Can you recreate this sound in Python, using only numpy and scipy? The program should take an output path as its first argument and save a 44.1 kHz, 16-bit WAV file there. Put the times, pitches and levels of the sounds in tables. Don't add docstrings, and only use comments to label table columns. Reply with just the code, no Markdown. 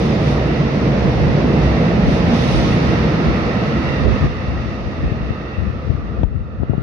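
import sys
import numpy as np
from scipy import signal
from scipy.fft import rfft, irfft
from scipy.io import wavfile
from scipy.ndimage import uniform_filter1d, minimum_filter1d

SR = 44100
rng = np.random.default_rng(int(sys.argv[2]) if len(sys.argv) > 2 else 0)


def wav_out(sig):
    wavfile.write(sys.argv[1], SR, np.round(np.clip(np.atleast_2d(sig).T, -1, 1) * 32767).astype(np.int16))


N = 300762

# time in seconds, gains in dB of car bodies, wheel ring and rails,
# lowest ring over the others in dB.
TRAIN_LEVELS = [(0, -21.5, -41.5, -31.5, -6.5), (.6, -22.5, -38.5, -30.5, -8.5),
                (1.2, -21, -44.5, -30, -3.5), (1.7, -20.5, -35.5, -29.5, -4.5), (2.3, -20, -42.5, -29, 4),
                (2.8, -21, -37.5, -27, 4.5), (3.4, -23, -35.5, -29.5, 4.5), (4, -24.5, -34, -31, 3.5),
                (4.6, -28, -38, -34.5, 5), (5.2, -30, -39, -39, 1), (5.5, -31.5, -39.5, -41, 2.5),
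                (5.9, -35, -45.5, -43.5, 6), (6.3, -33.5, -45.5, -50, 5.5), (6.82, -34, -41.5, -51, 1.5)]
# frequency in Hz, width in Hz, level in dB.
WHEEL_MODES = [(1290, 200, 3), (1913, 230, -0.5), (2700, 170, -3.5), (3720, 280, -13.5), (4450, 300, -21)]


def undb(db):
    return 10 ** (np.asarray(db) / 20)


def unit(x):
    return x / np.sqrt(np.mean(x ** 2))


def over_hz(table):
    hz, value = np.transpose(table)
    return np.interp(np.log(np.fft.rfftfreq(N, 1 / SR) + 1), np.log(hz), value)


def over_time(rows):
    times_s, *columns = np.transpose(rows)
    return [np.interp(np.arange(N) / SR, times_s, column) for column in columns]


def butter(x, order, hz, kind="bandpass"):
    return signal.sosfilt(signal.butter(order, hz, kind, fs=SR, output="sos"), x)


def walk(rate_hz):
    hold = int(SR / rate_hz)
    steps = np.repeat(rng.standard_normal(N // hold + 1), hold)
    return 1.24 * uniform_filter1d(uniform_filter1d(steps, hold), hold)[:N]


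def swell(peak_s, peak_db, length_s):
    out = np.zeros(N)
    near = np.arange(max(int((peak_s - 2 * length_s) * SR), 0), min(int((peak_s + 2 * length_s) * SR), N))
    out[near] = undb(peak_db) * np.exp(-((near / SR - peak_s) / (length_s / 2)) ** 2)
    return out


def resonances(modes):
    hz = np.fft.rfftfreq(N, 1 / SR) + 1
    power = sum((undb(db) / (1 + ((hz - mode_hz ** 2 / hz) / width_hz) ** 2)) ** 2
                for mode_hz, width_hz, db in modes)
    return np.sqrt(power / (1 + (hz / 6200) ** 16))


def station_noise(colour, flicker_db, rate_hz):
    # frequency in Hz, likeness from 0 to 1.
    coherence = [(60, 1), (120, 0.94), (230, 0.93), (440, 0.8), (860, 0.44), (1680, 0), (3270, 0.03),
                 (6360, 0)]
    # frequency in Hz, left minus right in dB.
    balance = [(60, -1.0), (100, -1.5), (170, -1.0), (280, -2.0), (480, -2.0), (800, -3.0), (1340, -3.5),
               (2260, -4.0), (3790, -1.0), (6360, -4.5)]
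    left_lag_s = .00016
    mid, side = rfft(rng.standard_normal((2, N)) * undb(flicker_db * walk(rate_hz)))
    likeness = np.clip(over_hz(coherence), 0, .99)
    mid, side = mid * np.sqrt(1 + likeness), side * np.sqrt(1 - likeness)
    lag = np.exp(-2j * np.pi * np.fft.rfftfreq(N, 1 / SR) * left_lag_s)
    lean = undb(over_hz(balance) / 2)
    return unit(irfft(colour * np.array([(mid + side) * lean * lag, (mid - side) / lean]), N))


def receding(ring):
    # time in seconds, pitch factors of the direct ring and its echo, relative waver.
    doppler = [(0, 1, 1, .018), (2.9, 1, 1, .012), (3.8, .995, 1, .01), (4.6, .965, .995, .018),
               (6, .94, 1.0, .02), (6.82, .93, 1.03, .025)]
    direct, echo, waver = over_time(doppler)
    out = np.zeros((2, N))
    for speed, offset in ((direct, 0), (echo, N // 2)):
        position = (np.cumsum(speed * (1 + waver * walk(5))) + offset) % (N - 1)
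        out += [np.interp(position, np.arange(N), port) for port in ring]
    return out / np.sqrt(2)


def train():
    # frequency in Hz, width in Hz, level in dB.
    bogie_modes = [(126.6, 44, -0.5), (150.2, 27, 0), (188, 40, -2.5), (221.4, 64, -1.5), (266, 37, -9.5)]
    body_modes = [(325, 101, 4), (472, 172, 2), (605, 316, -2.5), (960, 1610, -16.5)]
    ground_modes = [(62.9, 25, 1), (87, 41, -7)]
    # frequency in Hz, level in dB.
    rail_spectrum = [(410, -39), (700, -2.5), (877, -4), (1120, -3), (1220, -8.5), (1610, -8), (1960, -4),
                     (2400, -8.5), (2760, -9.5), (3190, -19), (4500, -17.5), (5850, -27.5), (9900, -120)]
    # time in seconds, gain over the car bodies in dB.
    bogie_boost = [(0, 2.5), (.7, 4), (1.3, 5.5), (2, 4), (3, 4.5), (3.6, 3.5), (4.5, 3.5), (6.82, 3.5)]
    body_db, ring_db, rail_db, lowest_db = over_time(TRAIN_LEVELS)
    ground_db = -23.5 + .67 * (body_db - body_db[0])
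    rumble = station_noise(resonances(bogie_modes), flicker_db=.6, rate_hz=9)
    low_roar = station_noise(resonances(body_modes[:1]), flicker_db=1.2, rate_hz=7)
    high_roar = station_noise(resonances(body_modes[1:]), flicker_db=.5, rate_hz=12)
    cars = undb(over_time(bogie_boost)[0]) * rumble + undb(-4) * low_roar + undb(-1.5) * high_roar
    lowest_ring = station_noise(resonances(WHEEL_MODES[:1]), flicker_db=.5, rate_hz=7)
    upper_rings = station_noise(resonances(WHEEL_MODES[1:]), flicker_db=2.5, rate_hz=11)
    ring = receding(undb(lowest_db) * lowest_ring + upper_rings)
    rail = station_noise(undb(over_hz(rail_spectrum)), flicker_db=.4, rate_hz=8)
    ground = station_noise(resonances(ground_modes), flicker_db=1.5, rate_hz=6)
    return undb(body_db) * cars + undb(ring_db) * ring + undb(rail_db) * rail + undb(ground_db) * ground


def hum(width_hz=8, steady=.9):
    # time in seconds, centre in Hz, level in dB.
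    hum_track = [(0, 144.7, -17), (.5, 143, -20.5), (1.1, 141.3, -31.5), (1.45, 150, -35),
                 (1.75, 164.3, -20), (2.05, 167.8, -24.5), (2.3, 167.2, -20), (2.55, 167.7, -28),
                 (2.8, 166, -17), (3, 167, -23), (3.2, 164.7, -19.5), (3.4, 166.3, -39), (3.7, 168, -49),
                 (6.82, 164, -56)]
    hz, db = over_time(hum_track)
    waver = unit(butter(rng.standard_normal((2, N)), 2, width_hz, "lowpass"))
    phase = 2 * np.pi * np.cumsum(hz) / SR
    return undb(db) * unit((steady + waver[0]) * np.cos(phase) + waver[1] * np.sin(phase))


def hiss():
    # frequency in Hz, level in dB.
    air_spectrum = [(1700, -29.5), (2300, -6), (2700, -7.5), (3150, -7.5), (3700, -4.5), (4050, -10),
                    (5400, -11.5), (6250, -16), (6900, -25), (7500, -49.5)]
    fizz_spectrum = [(7300, -39.5), (7700, -6.5), (8400, -1), (9100, -6.5), (10200, -3.5), (11500, -8.5),
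                     (12500, -22.5), (13500, -30.5)]
    # peak time in seconds, peak in dB, length in seconds.
    air_bursts = [(0.026, -36, 0.23), (0.156, -41, .16), (0.294, -36, 0.19), (1.65, -40, 0.15),
                  (2.139, -36.5, 0.15), (2.42, -32, 0.27), (2.56, -31, 0.2), (2.702, -35, 0.19),
                  (2.73, -39, .03), (2.09, -43, .04), (2.891, -40.5, 0.18)]
    rail_db = over_time(TRAIN_LEVELS)[2]
    steady = undb(rail_db - 10.5)
    bursts = np.sqrt(sum(swell(*row) ** 2 for row in air_bursts))
    air = station_noise(undb(over_hz(air_spectrum)), flicker_db=.6, rate_hz=18)
    fizz = station_noise(undb(over_hz(fizz_spectrum)), flicker_db=1, rate_hz=20) * undb([[3.2], [-3.2]])
    fizz_gain = undb(-25) * np.hypot(steady, undb(3) * bursts)
    return np.hypot(steady, bursts) * air + fizz_gain * fizz


def draught():
    # frequency in Hz, level in dB.
    eddy_spectrum = [(18, -72.5), (30, -36), (45, -8), (62, 2.5), (85, -4.5), (120, -7.5), (200, -12.5),
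                     (400, -35.5), (800, -77.5), (4000, -120)]
    # peak time in seconds, gain in dB, length in seconds, left minus right in dB.
    gusts = [(.36, -37, .1, 13), (.62, -40, 0.12, 4), (1.06, -18, 0.1, -10), (1.201, -24.5, 0.072, -19),
             (1.288, -19, 0.097, -7), (1.683, -36, 0.1, 6), (1.94, -28, 0.065, 5), (2.075, -15, 0.054, 4),
             (2.27, -24, 0.052, -1), (2.58, -18, 0.2, 0), (2.9, -17.5, 0.098, -5), (3.19, -32.5, 0.091, -4),
             (3.286, -14.5, 0.065, 1), (3.757, -33, 0.069, 8), (3.876, -22, 0.078, 6),
             (4.078, -13, 0.13, -10.5), (4.248, -14, 0.11, 6.5), (4.495, -23, 0.24, 6),
             (4.874, -23.5, 0.046, 10), (5.062, -17, 0.1, 5), (5.234, -23, 0.17, 6.5),
             (5.64, -25.5, 0.14, 19.5), (5.913, -23, 0.084, 22), (6.203, -21.5, 0.16, 8.5),
             (6.349, -24.5, 0.15, 11.5), (6.613, -21.5, 0.038, 16.5), (6.722, -20.5, 0.017, 16),
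             (6.735, -21.5, 0.047, 13), (6.82, -16.5, 0.064, 10)]
    # time in seconds, gain in dB, left minus right in dB.
    breeze_track = [(0, -49, 6), (1, -32.5, 5), (2.5, -31.5, -0.5), (3.9, -33, 13), (4.5, -28.5, 5.5),
                    (5.4, -35, 3.5), (6, -24, 11.5), (6.45, -30.5, 9), (6.82, -24.5, 6)]
    wander_db, sides = 3, np.array([[.5], [-.5]])
    eddies = rng.standard_normal((2, N)) * undb([1.5 * walk(25), 1.5 * walk(25)])
    thump = unit(irfft(rfft(eddies) * undb(over_hz(eddy_spectrum)), N))
    thump = unit(np.tanh(thump / 3.8))
    breeze_db, lean_db = over_time(breeze_track)
    breeze = undb(breeze_db + sides * lean_db + wander_db * np.array([walk(24), walk(11)]))
    gust_power = sum((swell(peak_s, db, length_s) * undb(sides * pan_db)) ** 2
                     for peak_s, db, length_s, pan_db in gusts)
    gain = np.sqrt(breeze ** 2 + gust_power)
    rustle = unit(butter(rng.standard_normal((2, N)) * np.abs(thump), 3, [110, 480]))
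    return gain * (thump + gain * rustle)


def clacks(rise_s=.003, decay_s=.0049):
    # start in seconds, gain in dB.
    blows = [(2.422, -21), (2.436, -19.5), (2.485, -20), (2.719, -22), (2.726, -26), (2.857, -31)]
    t = np.arange(N) / SR
    envelope = sum(undb(db) * np.clip((t - start_s) / rise_s, 0, 1) * np.exp(-abs(t - start_s) / decay_s)
                   for start_s, db in blows)
    colour = resonances(WHEEL_MODES[1:]) * over_hz([(1500, .5), (4500, 2)])
    return envelope * station_noise(colour, flicker_db=0, rate_hz=20)


def buffets(sag_hz=410):
    # start in seconds, gain in dB, starting pitch in Hz, 60 dB decay in seconds,
    # swing factor (positive: outward first), knock peak in dB, knock pitch in Hz.
    hits = [(4.245, -1.5, 90, 0.13, 1, -18, 240), (4.93, -22, 200, 0.034, 0.82, -25, 900),
            (5.037, -1, 138, 0.056, 0.88, -25, 360), (5.118, -1, 140, 0.028, -0.86, -20, 370),
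            (5.305, -1.5, 138, 0.021, 0.91, -27, 393), (5.581, -4, 109, 0.07, 0.94, -26, 300),
            (5.667, -4.5, 100, 0.087, 1, -35, 260), (5.697, -8, 150, 0.05, 1, -23, 400),
            (5.876, -8, 90, 0.06, 1, -35, 250), (5.896, 2.5, 110, 0.057, 0.66, -36, 290),
            (5.948, -6, 148, 0.025, 1, -20, 378), (6.2325, -1, 490, .2, -1, -14, 800),
            (6.353, -4.5, 114, 0.22, 0.8, -42, 290), (6.6, -9, 200, 0.045, 0.86, -26, 597),
            (6.618, -17, 220, 0.027, -0.98, -29, 700), (6.626, -10, 130, 0.017, 0.7, -29, 500),
            (6.633, -5, 330, 0.008, -1.32, -37, 805), (6.6958, 0, 175, 0.045, 1, -27, 550),
            (6.704, -8.5, 200, .03, 1, -32, 654), (6.734, -3, 290, 0.009, 1, -18, 790),
            (6.749, -10, 220, .03, 1, -29, 700), (6.779, -1.5, 165, 0.04, 1, -36, 600)]
    out, t = np.zeros((2, N)), np.arange(SR // 5) / SR
    for start_s, db, hz, t60_s, factor, knock_db, knock_hz in hits:
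        speed = hz / 500
        phase = 2 * np.pi * sag_hz / hz * np.log1p(hz * hz / sag_hz * t)
        rise = 1 - np.exp(-speed * (t / .0006) ** 2)
        swing = np.sin(phase) * np.exp(-np.log(1000) * t / t60_s) * rise
        swing = np.tanh(1.5 * speed ** 2 * swing)
        noise = rng.standard_normal(len(t))
        knock = butter(noise * t * np.exp(-t / .002), 3, [.6 * knock_hz, 1.15 * knock_hz])
        tick = butter(noise * t * np.exp(-t / .0017), 2, [1000, 2700])
        hit = factor * undb(db) * swing / np.abs(swing).max()
        hit += undb(knock_db) * knock / np.abs(knock).max()
        hit += undb(db - 19) * speed ** 6 * tick / np.abs(tick).max()
        start = int(start_s * SR)
        out[0, start:start + len(t)] += hit[:N - start]
    return out


def level_drops(fall_s=.013, recover_s=.93):
    # time in seconds, depth in dB.
    drops = [(4.269, 3), (6.232, 8)]
    t = np.arange(N) / SR
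    return undb(-sum(db * np.clip((t - at_s) / fall_s + .5, 0, 1) * np.exp(-abs(t - at_s) / recover_s)
                     for at_s, db in drops))


def scene():
    return level_drops() * (train() + hum() + hiss()) + draught() + buffets() + clacks()


def record(dry):
    bottom_hz, ceiling, top_hz = 42, .887, 13400
    dry = butter(dry, 3, bottom_hz, "highpass")
    gain = np.minimum(1, ceiling / (np.abs(dry) + 1e-9))
    gain = minimum_filter1d(gain, size=401)
    gain = uniform_filter1d(uniform_filter1d(gain, size=200), size=200)
    return signal.sosfilt(signal.ellip(8, .2, 70, top_hz, fs=SR, output="sos"), gain * dry)


dry = scene()
out = record(dry)
wav_out(out)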